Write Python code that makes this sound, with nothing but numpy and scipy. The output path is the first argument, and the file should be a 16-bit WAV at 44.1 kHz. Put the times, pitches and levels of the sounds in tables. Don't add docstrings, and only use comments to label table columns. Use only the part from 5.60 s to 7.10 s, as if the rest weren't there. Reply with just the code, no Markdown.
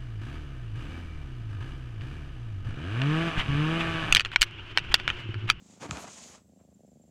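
import sys
import numpy as np
from scipy import signal
from scipy.fft import rfft, irfft
from scipy.io import wavfile

SR = 44100
rng = np.random.default_rng(int(sys.argv[2]) if len(sys.argv) > 2 else 0)


def wrap_up_sound(samples):
    columns = np.atleast_2d(samples).T
    tamed = np.clip(columns, -1, 1)
    steps = np.round(tamed * 32767).astype(np.int16)
    wavfile.write(sys.argv[1], SR, steps)


N = 66150
T = np.arange(N) / SR

# time_s, pop_db, chest_db, opening_lead_s, opening_vs_closing_db
PURR_EFFORT = [(0, -64, -46, 0.011, -6.5), (.18, -52.5, -50, 0.011, -3.5), (.35, -80, -48, 0.015, -7.5),
               (.65, -47.5, -48, 0.0128, -4.5), (.82, -62, -56.5, 0.0099, -4), (.93, -56, -51, 0.011, -3.5),
               (1.06, -53, -49.5, 0.011, -4.5), (1.128, -53, -49.5, 0.01036, -5),
               (1.165, -68, -49.5, 0.011, 3), (1.2, -52, -53.5, 0.0127, -4), (1.25, -48, -47, 0.013, -1.5),
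               (1.29, -53.5, -50.5, 0.011, 1), (1.36, -56, -51, 0.013, 4), (1.5, -57, -53.5, 0.012, 0)]
# time_s, rate_hz
PURR_RATE = [(0, 25.3), (.18, 25.95), (.3, 24.3), (.6, 24.97), (.82, 25.5), (1.02, 25.95), (1.15, 26.1),
             (1.18, 24), (1.25, 24.15), (1.32, 24.7), (1.4, 24.5), (1.5, 25.5)]
# time_s, level_db
HISS_LEVEL = [(0, -67), (.06, -64.5), (.13, -60.5), (.197, -68), (.212, -48.5), (.245, -50.5), (.268, -60),
              (.295, -67), (.316, -48), (.365, -53), (.44, -50), (.46, -56), (.51, -50.5), (.56, -49.5),
              (.635, -50), (.7, -54), (.755, -55), (.79, -66.5), (.84, -78.5), (.9, -78.5)]
# freq_hz, density_db
HISS_SPECTRUM = [(300, -5), (900, -3), (1300, -16), (1900, -7), (2450, -6), (3100, -5), (4500, -4.5),
                 (5600, -2.5), (6700, 3.5), (7500, -1), (8500, -7.5), (10500, -20.5), (13000, -33),
                 (16000, -37.5)]
# time_s, level_db
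RUB_LEVEL = [(0, -69.5), (.195, -71.5), (.212, -46), (.235, -42.5), (.26, -45), (.28, -50.5), (.305, -51),
             (.325, -44.5), (.345, -44.5), (.372, -39.5), (.382, -43.5), (.428, -50.5), (.443, -46),
             (.462, -51.5), (.482, -53), (.505, -52.5), (.55, -61), (.63, -64.5), (.68, -60), (.755, -57.5),
             (.79, -66), (.85, -100)]
# freq_hz, density_db
RUB_SPECTRUM = [(40, -32), (80, -4.5), (200, -1), (400, -6), (650, -3.5), (950, -5), (1300, -5),
                (1850, -14), (2450, -11.5), (3300, -19), (6000, -25), (11000, -34.5), (15000, -62.5)]
# centre_s, width_s, level_db
FLICKS = [(.41, 0.022, -61), (.68, 0.043, -70.5)]
# freq_hz, density_db
FLICK_SPECTRUM = [(5000, -30), (9000, 5), (11500, 5), (13500, -8), (15000, -8), (16000, -14)]
# centre_s, width_s, level_db
PATS = [(1.005, 0.01, -65.5), (1.03, .012, -77), (1.118, 0.014, -77)]
# freq_hz, density_db
PAT_SPECTRUM = [(300, -9), (700, 6.5), (1250, -5.5), (2000, -14), (2700, -16), (4000, -23), (9000, -33)]
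# time_s, pitch_hz, level_db
WHISTLE = [(0, 7540, -72.5), (.81, 7720, -77), (.9, 7550, -79), (.96, 7400, -79), (1.02, 7610, -74.5),
           (1.07, 7500, -86), (1.12, 7440, -78), (1.3, 7390, -76), (1.5, 7350, -76)]
# freq_hz, density_db
ROOM_SPECTRUM = [(25, -46), (42, -22.5), (65, 5), (110, 0), (200, -2), (400, -11.5), (700, -21),
                 (1000, -26.5), (3000, -36), (6200, -44), (6900, -36.5), (7500, -26.5), (8600, -32.5),
                 (15500, -36.5)]
# start_s, level_db, pitch_hz, t60_s
LOW_RINGS = [(.226, -42.5, 135, 0.029), (.224, -43.5, 561, 0.051), (.238, -29.5, 485, 0.029),
             (.255, -41, 289, 0.17), (.2905, -37.5, 326, 0.059), (0.293, -25.5, 106, 0.035),
             (0.3132, -24.5, 145.5, 0.044), (0.317, -31, 66.6, 0.14), (0.369, -40.5, 207, 0.03),
             (.441, -27.5, 653, 0.019), (.437, -38, 137, 0.032), (.45, -35.5, 214, 0.042),
             (0.696, -52.5, 79, 0.19)]
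# start_s, level_db
KNOCKS = [(0.3097, -2), (0.3706, -14)]
# pitch_hz, gain_db, t60_s
CASING_MODES = [(7220, -12.5, 0.0024), (5500, -20.5, 0.0023), (3440, -19, 0.0039), (2460, -20.5, 0.0098),
                (1800, -29.5, 0.013), (1270, -20, .012)]

POP_HZ, POP_WIDTH_S, POP_SAG_HZ_PER_S = 568, .0011, 14000
CHEST_HZ, CHEST_RISE_S, CHEST_DECAY_S, CHEST_LEAD_S = 208.8, .0025, .0055, .00097
HISS_GRAINS_PER_S, RUB_GRAINS_PER_S = 14000, 3500


def from_db(db):
    return 10 ** (np.asarray(db) / 20)


def unit_rms(x):
    return x / np.sqrt(np.mean(x ** 2) + 1e-20)


def curves(rows):
    time_s, *columns = np.transpose(rows)
    return [np.interp(T, time_s, column) for column in columns]


def drift(corner_hz):
    pole = np.exp(-2 * np.pi * corner_hz / SR)
    return unit_rms(signal.lfilter([1], [1, -2 * pole, pole * pole], rng.standard_normal(2 * N))[N:])


def coloured(x, spectrum):
    freq_hz, density_db = np.transpose(spectrum)
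    bins_hz = np.maximum(np.arange(N // 2 + 1) * SR / N, 1)
    bass_rolloff = np.minimum(bins_hz / freq_hz[0], 1) ** 2
    gain = from_db(np.interp(np.log(bins_hz), np.log(freq_hz), density_db))
    return unit_rms(irfft(rfft(x) * bass_rolloff * gain, N))


def swells(rows):
    return sum(from_db(db) * np.exp(-.5 * ((T - centre_s) / width_s) ** 2)
               for centre_s, width_s, db in rows)


def ring(start_s, pitch_hz, t60_s, rise_s):
    age_s = np.maximum(T - start_s, 0)
    envelope = (1 - np.exp(-age_s / rise_s)) * np.exp(-np.log(1000) * age_s / t60_s)
    return envelope * np.sin(2 * np.pi * pitch_hz * age_s)


def purr_cycles(first_pulse_s=.0204):
    rate_hz, = curves(PURR_RATE)
    return np.cumsum(rate_hz) / SR - first_pulse_s * rate_hz[0]


def purr_pulse(centre_s, pitch_ratio, pop_db, chest_db):
    offset_s = T - centre_s
    pop_cycles = pitch_ratio * (POP_HZ - .5 * POP_SAG_HZ_PER_S * offset_s) * offset_s
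    pop = np.exp(-.5 * (offset_s / POP_WIDTH_S) ** 2) * np.sin(2 * np.pi * pop_cycles)
    age_s = np.maximum(offset_s + CHEST_LEAD_S, 0)
    envelope = (1 - np.exp(-(age_s / CHEST_RISE_S) ** 2)) * np.exp(-age_s / CHEST_DECAY_S)
    chest = envelope * np.sin(2 * np.pi * pitch_ratio * CHEST_HZ * age_s)
    return from_db(pop_db) * pop + 2 * from_db(chest_db) * chest


def purr(scatter_db=.8, pitch_scatter=.04):
    pop_db, chest_db, lead_s, opening_db = curves(PURR_EFFORT)
    closures = np.flatnonzero(np.diff(np.floor(purr_cycles())))
    pulses = np.zeros(N)
    for i in closures:
        for centre_s, gain_db in (T[i], 0), (T[i] - lead_s[i], opening_db[i]):
            gain = from_db(gain_db + scatter_db * rng.standard_normal())
            pitch_ratio = 1 + pitch_scatter * rng.standard_normal()
            pulses += gain * purr_pulse(centre_s, pitch_ratio, pop_db[i], chest_db[i])
    return pulses


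def hair_slips(grains_per_s, spectrum, spread_db=2):
    sizes = from_db(spread_db * np.minimum(rng.exponential(1, N), 4))
    signs = rng.choice([-1, 1], N)
    slipping = rng.random(N) < grains_per_s / SR
    return coloured(sizes * signs * slipping, spectrum)


def fur(hiss_flicker_db=.8, rub_flicker_db=2.5, flicker_hz=36.4):
    hiss_db = curves(HISS_LEVEL)[0] + hiss_flicker_db * drift(flicker_hz)
    hiss = from_db(hiss_db) * hair_slips(HISS_GRAINS_PER_S, HISS_SPECTRUM)
    rub_db = curves(RUB_LEVEL)[0] + rub_flicker_db * drift(flicker_hz)
    rub = from_db(rub_db) * hair_slips(RUB_GRAINS_PER_S, RUB_SPECTRUM)
    flicks = swells(FLICKS) * hair_slips(HISS_GRAINS_PER_S, FLICK_SPECTRUM)
    pats = swells(PATS) * hair_slips(RUB_GRAINS_PER_S, PAT_SPECTRUM)
    return hiss + rub + flicks + pats


def whistle(waver_hz=128, flicker_db=4, throb_depth=.32):
    pitch_hz, level_db = curves(WHISTLE)
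    cycles = np.cumsum(pitch_hz + waver_hz * drift(corner_hz=120)) / SR
    throb = 1 - throb_depth * np.cos(2 * np.pi * purr_cycles())
    gain = from_db(level_db + flicker_db * drift(corner_hz=35))
    return gain * throb * np.sin(2 * np.pi * cycles)


def room(level_db=-65.5):
    return from_db(level_db) * coloured(rng.standard_normal(N), ROOM_SPECTRUM)


def low_rings():
    return sum(from_db(level_db) * ring(start_s, pitch_hz, t60_s, rise_s=.0018)
               for start_s, level_db, pitch_hz, t60_s in LOW_RINGS)


def casing_knocks(snap_db=-13.5, snap_band_hz=(2600, 8300), top_hz=8300):
    clicks, rings = np.zeros(N), np.zeros(N)
    for start_s, level_db in KNOCKS:
        clicks[int(start_s * SR)] = from_db(level_db + snap_db)
        for hz, gain_db, t60_s in CASING_MODES:
            rings += from_db(level_db + gain_db) * ring(start_s + 1 / hz, hz, t60_s, rise_s=.5 / hz)
    snap = signal.sosfilt(signal.butter(2, snap_band_hz, "band", fs=SR, output="sos"), clicks)
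    return signal.sosfilt(signal.butter(3, top_hz, fs=SR, output="sos"), rings + snap)


def scene():
    return (room() + purr() + fur() + whistle() + low_rings() + casing_knocks())[None]


def record(dry):
    low_cut_hz, high_cut_hz = 64.7, 15800
    thin = signal.sosfilt(signal.butter(4, low_cut_hz, "high", fs=SR, output="sos"), dry)
    return signal.sosfilt(signal.ellip(10, .1, 70, high_cut_hz, fs=SR, output="sos"), thin)


dry = scene()
out = record(dry)
wrap_up_sound(out)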